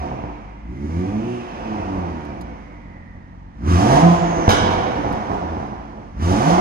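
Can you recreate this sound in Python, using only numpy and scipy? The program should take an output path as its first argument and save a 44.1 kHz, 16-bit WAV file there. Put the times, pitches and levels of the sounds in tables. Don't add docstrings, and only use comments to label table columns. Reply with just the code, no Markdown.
import sys
import numpy as np
from scipy import signal
from scipy.fft import rfft, irfft, next_fast_len
from scipy.io import wavfile

SR = 44100
rng = np.random.default_rng(int(sys.argv[2]) if len(sys.argv) > 2 else 0)


def transcribe(signal):
    frames = np.atleast_2d(signal).T
    limited = np.clip(frames, -1, 1)
    pcm = np.round(limited * 32767).astype(np.int16)
    wavfile.write(sys.argv[1], SR, pcm)


N = 291362
TIME = np.arange(N) / SR

# centre_hz, width_hz (before widening), relative_level_db
PIPE = [(54.6, 13.4, 6), (82.2, 27.5, 5), (123.6, 33.3, 0.5), (175.1, 24.4, 3.5), (209.2, 13.3, 4),
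        (252, 5.6, 0.5), (288.9, 11.6, 5), (326.9, 10.3, 2), (359.4, 12.9, 2.5), (437, 14.5, -5.5),
        (504.5, 16, -1.5), (560.5, 33.4, -3), (682, 80, -5), (746.4, 83, -5.5), (832, 44, -7),
        (916.3, 29, -4)]
# centre_hz, width_hz (before widening), relative_level_db
RASP = [(686, 29, -0.5), (734.4, 27, 1.5), (785.6, 45, -6), (920, 41, -8), (1022, 37, -10.5)]
# frequency_hz, level_db
APART = [(100, -2), (400, -4.5), (1000, 1.5), (3000, 5), (9000, 15.5), (13000, -19.5)]

ROAR_DB = -30
RASP_HZ = 181
RUSH_LAG_S = 0.044


def gain_of(db):
    return 10 ** (np.asarray(db) / 20)


def evened(x):
    return x / np.sqrt(np.mean(x ** 2) + 1e-20)


def read(points, hz):
    f, value = np.transpose(points)
    return np.interp(np.log(hz + 1), np.log(f + 1), value)


def colour(x, points):
    size = next_fast_len(x.shape[-1] + 4096)
    gains = gain_of(read(points, np.fft.rfftfreq(size, 1 / SR)))
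    return irfft(rfft(x, size) * gains, size)[..., :x.shape[-1]]


def pipe(x, widen, modes=PIPE):
    out = np.zeros(len(x))
    for hz, width, db in modes:
        b, a = signal.iirpeak(hz, hz / (width * widen), SR)
        once = signal.lfilter(b, a, x)
        out += gain_of(db) * signal.lfilter(b, a, once)
    return out


def wander(hz):
    slow = signal.butter(2, hz, fs=SR, output="sos")
    return evened(signal.sosfilt(slow, rng.standard_normal(N)))


def whistle(hz, width_hz):
    pole = [1, -np.exp(-2 * np.pi * width_hz / SR)]
    once = signal.lfilter([1], pole, rng.standard_normal((2, N)))
    slow = signal.lfilter([1], pole, once)
    carrier = np.exp(2j * np.pi * np.cumsum(hz) / SR)
    return evened(((slow[0] + 1j * slow[1]) * carrier).real)


def room(x):
    # frequency_hz, t60_s
    decay = [(100, 0.84), (700, 1.08), (2000, 1.75), (5000, 1), (12000, 0.27)]
    # frequency_hz, level_db
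    wet = [(60, -9.5), (300, -2.5), (1000, -2), (3000, -3), (8000, -14), (15000, -5.5)]
    taps = np.zeros((3, SR))
    at = np.arange(300, SR - 20, 20) + rng.integers(0, 20, (3, (SR - 301) // 20))
    np.put_along_axis(taps, at, rng.choice([-1., 1.], at.shape), 1)
    hz, t, z = signal.stft(taps, SR, nperseg=256)
    t60 = read(decay, hz)[:, None]
    tail = signal.istft(z * gain_of(-60 * t / t60) / np.sqrt(t60), SR, nperseg=256)[1]
    tail /= np.linalg.norm(tail[0])
    tail = colour(tail[0] + colour(tail[1:], APART), wet)
    return signal.fftconvolve(x[None], tail, axes=1)[:, :N]


def idle_rumble():
    # frequency_hz, relative_level_db (per Hz)
    spectrum = [(15, -35), (25, 1), (80, 3), (280, -2.5), (400, -30), (906, -11), (1480, -26), (1650, -20),
                (12000, -76.5), (15600, -102)]
    shared, apart = rng.standard_normal(N), rng.standard_normal((2, N))
    return gain_of(-45) * evened(colour(shared + colour(apart, APART), spectrum))


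def ticks():
    # start_s, level_db (before colouring)
    clicks = [(2.2502, -32), (2.4113, -24), (2.4178, -33), (5.1269, -23)]
    t60_s = 0.037
    out, t = np.zeros(N), np.arange(2000) / SR
    for (s, db), noise in zip(clicks, rng.standard_normal((len(clicks), len(t)))):
        out[round(s * SR):][:len(t)] += gain_of(db - 60 * t / t60_s) * noise
    return colour(out, [(2000, -30), (4000, -10), (11000, -23.5), (15000, -34)])


def burble():
    # time_s, level_db (before pipe and body)
    strength = [(4.55, -32), (4.66, -13), (4.73, -13.5), (4.79, -28.5), (5.0, -32), (5.1, -14.5),
                (5.17, -34), (5.32, -16.5), (5.42, -43), (5.6, -23.5), (5.8, -43)]
    s, db = np.transpose(strength)
    pop_db = np.interp(TIME, s, db, -150, -150) + 2.5 * rng.standard_normal(N)
    pops_per_s = 50 * gain_of(4 * wander(hz=39.5))
    struck = np.diff(np.floor(np.cumsum(pops_per_s) / SR), prepend=0)
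    return gain_of(pop_db) * struck


def backfires():
    # start_s, thump_db (before pipe and body), crack_db
    bangs = [(0.189, -25, -66), (0.238, -19.5, -88), (4.183, -21, -43), (4.479, -0.5, -11),
             (4.4933, -10, -17.5), (4.511, -17, -22), (4.692, -16, -31), (4.716, -18.5, -33),
             (4.823, -24, -43), (4.901, -26, -47), (5.065, -16, -50), (5.135, -17, -48), (5.304, -17, -55),
             (5.378, -24.5, -59), (5.568, -18.5, -64)]
    # frequency_hz, relative_level_db (per Hz)
    crack_spectrum = [(290, -12), (500, 5.5), (686, 2), (900, -7), (1200, -3.5), (1580, 0.5), (1930, -16.5),
                      (2250, -6.5), (2580, -15), (2950, -8.5), (4700, -18.5), (5050, -16), (6650, -17.5),
                      (7100, -26), (11700, -31.5), (15600, -45)]
    crack_delay_s, crack_t60_s = .0105, 0.16
    blows, cracks, t = np.zeros(N), np.zeros(N), np.arange(4000) / SR
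    fade = gain_of(-60 * t / crack_t60_s)
    noise = rng.standard_normal((len(bangs), len(t)))
    for (s, thump_db, crack_db), row in zip(bangs, noise):
        blows[round(s * SR)] += gain_of(thump_db)
        at = round((s + crack_delay_s) * SR)
        cracks[at:at + len(t)] += gain_of(crack_db) * fade * np.minimum(t / .003, 1) * row
    pops = burble()
    spit = gain_of(-30) * fade * rng.standard_normal(len(t))
    cracks += signal.oaconvolve(pops, spit)[:N]
    surge = -np.sin(2 * np.pi * 98 * (t - .0015)) * gain_of(-60 * t / .055) * (t > .0015)
    u = t / .00025
    ring = pipe((1 - u) * np.exp(-u), widen=4.0, modes=PIPE + RASP)
    puff = 0.66 * u * np.exp(1 - u) + 5.0 * ring
    thumps = signal.oaconvolve(blows + pops, puff) + signal.oaconvolve(blows + 0.049 * pops, surge)
    muffled = signal.sosfilt(signal.butter(2, 1800, fs=SR, output="sos"), thumps[:N])
    return muffled + colour(cracks, crack_spectrum) / np.std(colour(noise, crack_spectrum))


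def pedal(t):
    # press_s, rise_s, lift_s, boom_db, growl_db, hiss_db, rasp_db
    stabs = [(-.5, .1, 0.02, 12, 2, -0.5, 25.5), (.6, 0.098, 1.3, 6, 5.5, 6.5, 2),
             (3.559, 0.085, 4.07, 16, 11, 12.5, 9), (6.139, 0.049, 6.47, 14, 9, 11.5, 8)]
    lift_fade_s = 0.11
    added = 0
    for press, rise, lift, *adds_db in stabs:
        opening = np.minimum((t - press) / rise, 1 - (t - lift) / lift_fade_s)
        added = added + np.outer(adds_db, np.clip(opening, 0, 1))
    return added


def fuel_cut(t):
    # start_s, end_s, change_db
    spells = [(1.39, 1.64, -12), (4.44, 5.6, -8)]
    fade_s = .05
    return sum(db * np.clip(np.minimum(t - start, end - t) / fade_s, 0, 1) for start, end, db in spells)


def whirr(roar_db):
    # frequency_hz, relative_level_db (per Hz)
    spectrum = [(590, -30), (1000, 11), (2280, -2.5), (2530, -7.5), (2990, -9.5), (3880, -17),
                (6000, -14.5), (7800, -61.5)]
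    level_db = -41 + 0.98 * (roar_db - ROAR_DB)
    return evened(colour(rng.standard_normal(N), spectrum)) * gain_of(level_db)


def whine():
    # time_s, centre_hz, thin_db, broad_db
    course = [(0, 2422, -101, -53), (0.751, 2008, -57.5, -69), (1.249, 2679, -61, -52),
              (2.2, 2408, -65, -62.5), (2.699, 2079, -58.5, -68), (3.049, 1895, -56, -72),
              (3.251, 1817, -76, -82), (3.601, 1757, -69, -78)]
    s, centre_hz, thin_db, broad_db = np.transpose(course)
    hz = np.interp(TIME, s, centre_hz)
    thin = whistle(hz, width_hz=110) * gain_of(np.interp(TIME, s, thin_db, right=-150))
    broad = whistle(hz, width_hz=450) * gain_of(np.interp(TIME, s, broad_db, right=-150))
    return thin + broad


def vent():
    # time_s, centre_hz, level_db
    course = [(4.104, 7190, -57), (4.299, 6449, -50), (4.468, 6000, -45), (4.701, 5577, -56)]
    s, hz, db = np.transpose(course)
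    return whistle(np.interp(TIME, s, hz), width_hz=350) * gain_of(np.interp(TIME, s, db, -150, -150))


def hiss(puffs, roar_db):
    # frequency_hz, relative_level_db (per Hz)
    spectrum = [(590, -22), (1080, -2.5), (1290, -2.5), (1500, -37), (2290, -18.5), (3080, -17),
                (4300, -23.5), (5500, -20.5), (6220, -18), (7390, -28), (10800, -33.5), (15600, -55.5)]
    level_db = -52 + 0.84 * (roar_db - ROAR_DB) + pedal(TIME - RUSH_LAG_S)[2]
    return evened(colour(puffs, spectrum)) * gain_of(level_db + 0.64 * wander(hz=6.6))


def muffle(x, filt=signal.sosfilt):
    return filt(signal.butter(4, 420, fs=SR, output="sos"), x)


def uneven_roar(hz, firings, puffs, roar_db):
    even_hz, even_db = 270, 58
    fill_s = .05
    keep = np.exp(-1 / (fill_s * SR))
    filled_db = roar_db[0] + signal.lfilter([1 - keep], [1, -keep], roar_db - roar_db[0])
    rasp_db = filled_db - 8.5 + 11 * np.log2(hz / RASP_HZ)
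    rasp_db += pedal(TIME - RUSH_LAG_S)[3] + fuel_cut(TIME) / 2
    fired = np.diff(np.floor(firings), prepend=0) * rng.standard_normal(N)
    kicks = evened(signal.lfilter([1], [1, -.85], fired) / np.sqrt(hz))
    drive = 0.61 * kicks + 0.98 * evened(puffs)
    evenness = np.clip(hz / even_hz + pedal(TIME)[0] / even_db, 0, 1)
    drive -= evenness * muffle(drive, signal.sosfiltfilt)
    high_orders = sum(np.cos(2 * np.pi * k * firings) for k in range(4, 9))
    roar = evened(pipe(drive, widen=1.57)) * gain_of(filled_db + 2 * wander(hz=23.2))
    rasp = evened(pipe(drive + 0.93 * high_orders, widen=1.06, modes=RASP))
    return roar + rasp * gain_of(rasp_db + 2 * wander(hz=30))


def exhaust_note(hz, firings):
    # firings_per_s, level_db (before the pipe)
    boom_curve = [(40, -44), (53, -39.5), (88, -31), (115, -35), (145, -31), (175, -21)]
    # firings_per_s, level_db (before silencer and pipe)
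    growl_curve = [(40, -44), (50, -45.5), (65, -36), (90, -26.5), (115, -26), (150, -25), (180, -17.5)]
    growl_lead_s = 0.043
    boom_db = read(boom_curve, hz) + pedal(TIME)[0] + fuel_cut(TIME)
    growl_db = read(growl_curve, hz) + pedal(TIME + growl_lead_s)[1] + fuel_cut(TIME)
    orders = sum(np.cos(2 * np.pi * k * firings) * k ** -0.29 for k in range(2, 7))
    halves = sum(np.cos(np.pi * k * firings) for k in range(3, 9, 2))
    lowest_half = (hz / RASP_HZ) ** 2 * np.cos(np.pi * firings)
    boom = gain_of(boom_db + 3.1 * wander(hz=15.4)) * np.cos(2 * np.pi * firings)
    growl = gain_of(growl_db) * (orders + gain_of(-15.5) * halves + gain_of(-15.5) * lowest_half)
    return 0.74 * boom + pipe(0.37 * boom + muffle(growl), widen=1.44)


def engine():
    # time_s, firings_per_s, roar_db
    course = [(0.0, 71.5, -27), (0.111, 67, -38), (0.41, 48, -45.5), (0.62, 53, -51.5), (0.97, 89, -35),
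              (1.27, 122, -37.5), (1.501, 120, -33), (1.7, 107, -31), (2.02, 88.3, -33.5),
              (2.51, 54.4, -42.5), (2.99, 43, -53.5), (3.52, 46.4, -55.5), (3.625, 61, -38.5),
              (3.69, 89, -21.5), (3.75, 85, -19.5), (3.86, 119.3, -20), (3.94, 140, -14.5),
              (4.0, 158.6, -20.5), (4.06, 171, -30.5), (4.15, 175, -25.5), (4.46, 158, -23.5),
              (4.62, 135.5, -27), (4.72, 136.5, -25), (4.95, 120.5, -26.5), (5.55, 77, -34.5),
              (5.75, 59, -41), (6.14, 43.4, -47), (6.18, 62.2, -36), (6.225, 82, -24.5), (6.31, 95, -22),
              (6.4, 123, -22), (6.48, 162, -18), (6.6, 193, -20.5)]
    s, *columns = np.transpose(course)
    hz, roar_db = (np.interp(TIME, s, c) for c in columns)
    firings = np.cumsum(hz * (1 + .012 * wander(hz=29.98))) / SR
    puffs = (1.7 + np.exp(-(firings % 1) / 0.077)) * rng.standard_normal(N)
    noise = uneven_roar(hz, firings, puffs, roar_db) + hiss(puffs, roar_db)
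    noise += whirr(roar_db) + whine() + vent()
    return exhaust_note(hz, firings), noise


def scene():
    fades_per_s = 5
    note, noise = engine()
    car = noise + backfires()
    turn = np.pi * fades_per_s / 3 * TIME
    echoes = sum(room(np.sqrt(2 / 3) * np.cos(turn + k * np.pi / 3) * car) for k in range(3))
    return note + car + echoes + room(.35 * note) + idle_rumble() + ticks()


def record(dry):
    # frequency_hz, left_minus_right_db
    balance = [(60, 0.5), (180, -2.5), (550, -3), (1650, -4.5), (4970, -5.5), (15000, -2)]
    lag_s, edge_hz = 19 / SR, 15720
    size = next_fast_len(N + 4096)
    hz = np.fft.rfftfreq(size, 1 / SR)
    lean = gain_of(read(balance, hz) / 2)
    left, right = rfft(dry, size) * np.array([lean * np.exp(-2j * np.pi * hz * lag_s), 1 / lean])
    same = np.clip((hz - 9500) / 1500, 0, 1)
    heard = irfft([left + same * (right - left), right], size)[:, :N]
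    rounded = np.sign(heard) * (.7 + .2 * np.tanh((abs(heard) - .7) / .2))
    heard = np.where(abs(heard) < .7, heard, rounded)
    heard = heard * np.minimum(np.arange(N)[::-1] / (.004 * SR), 1)
    band_limit = signal.firwin(511, edge_hz, window=("kaiser", 9), fs=SR)
    return signal.oaconvolve(heard, band_limit[None], "same")


dry = scene()
out = record(dry)
transcribe(out)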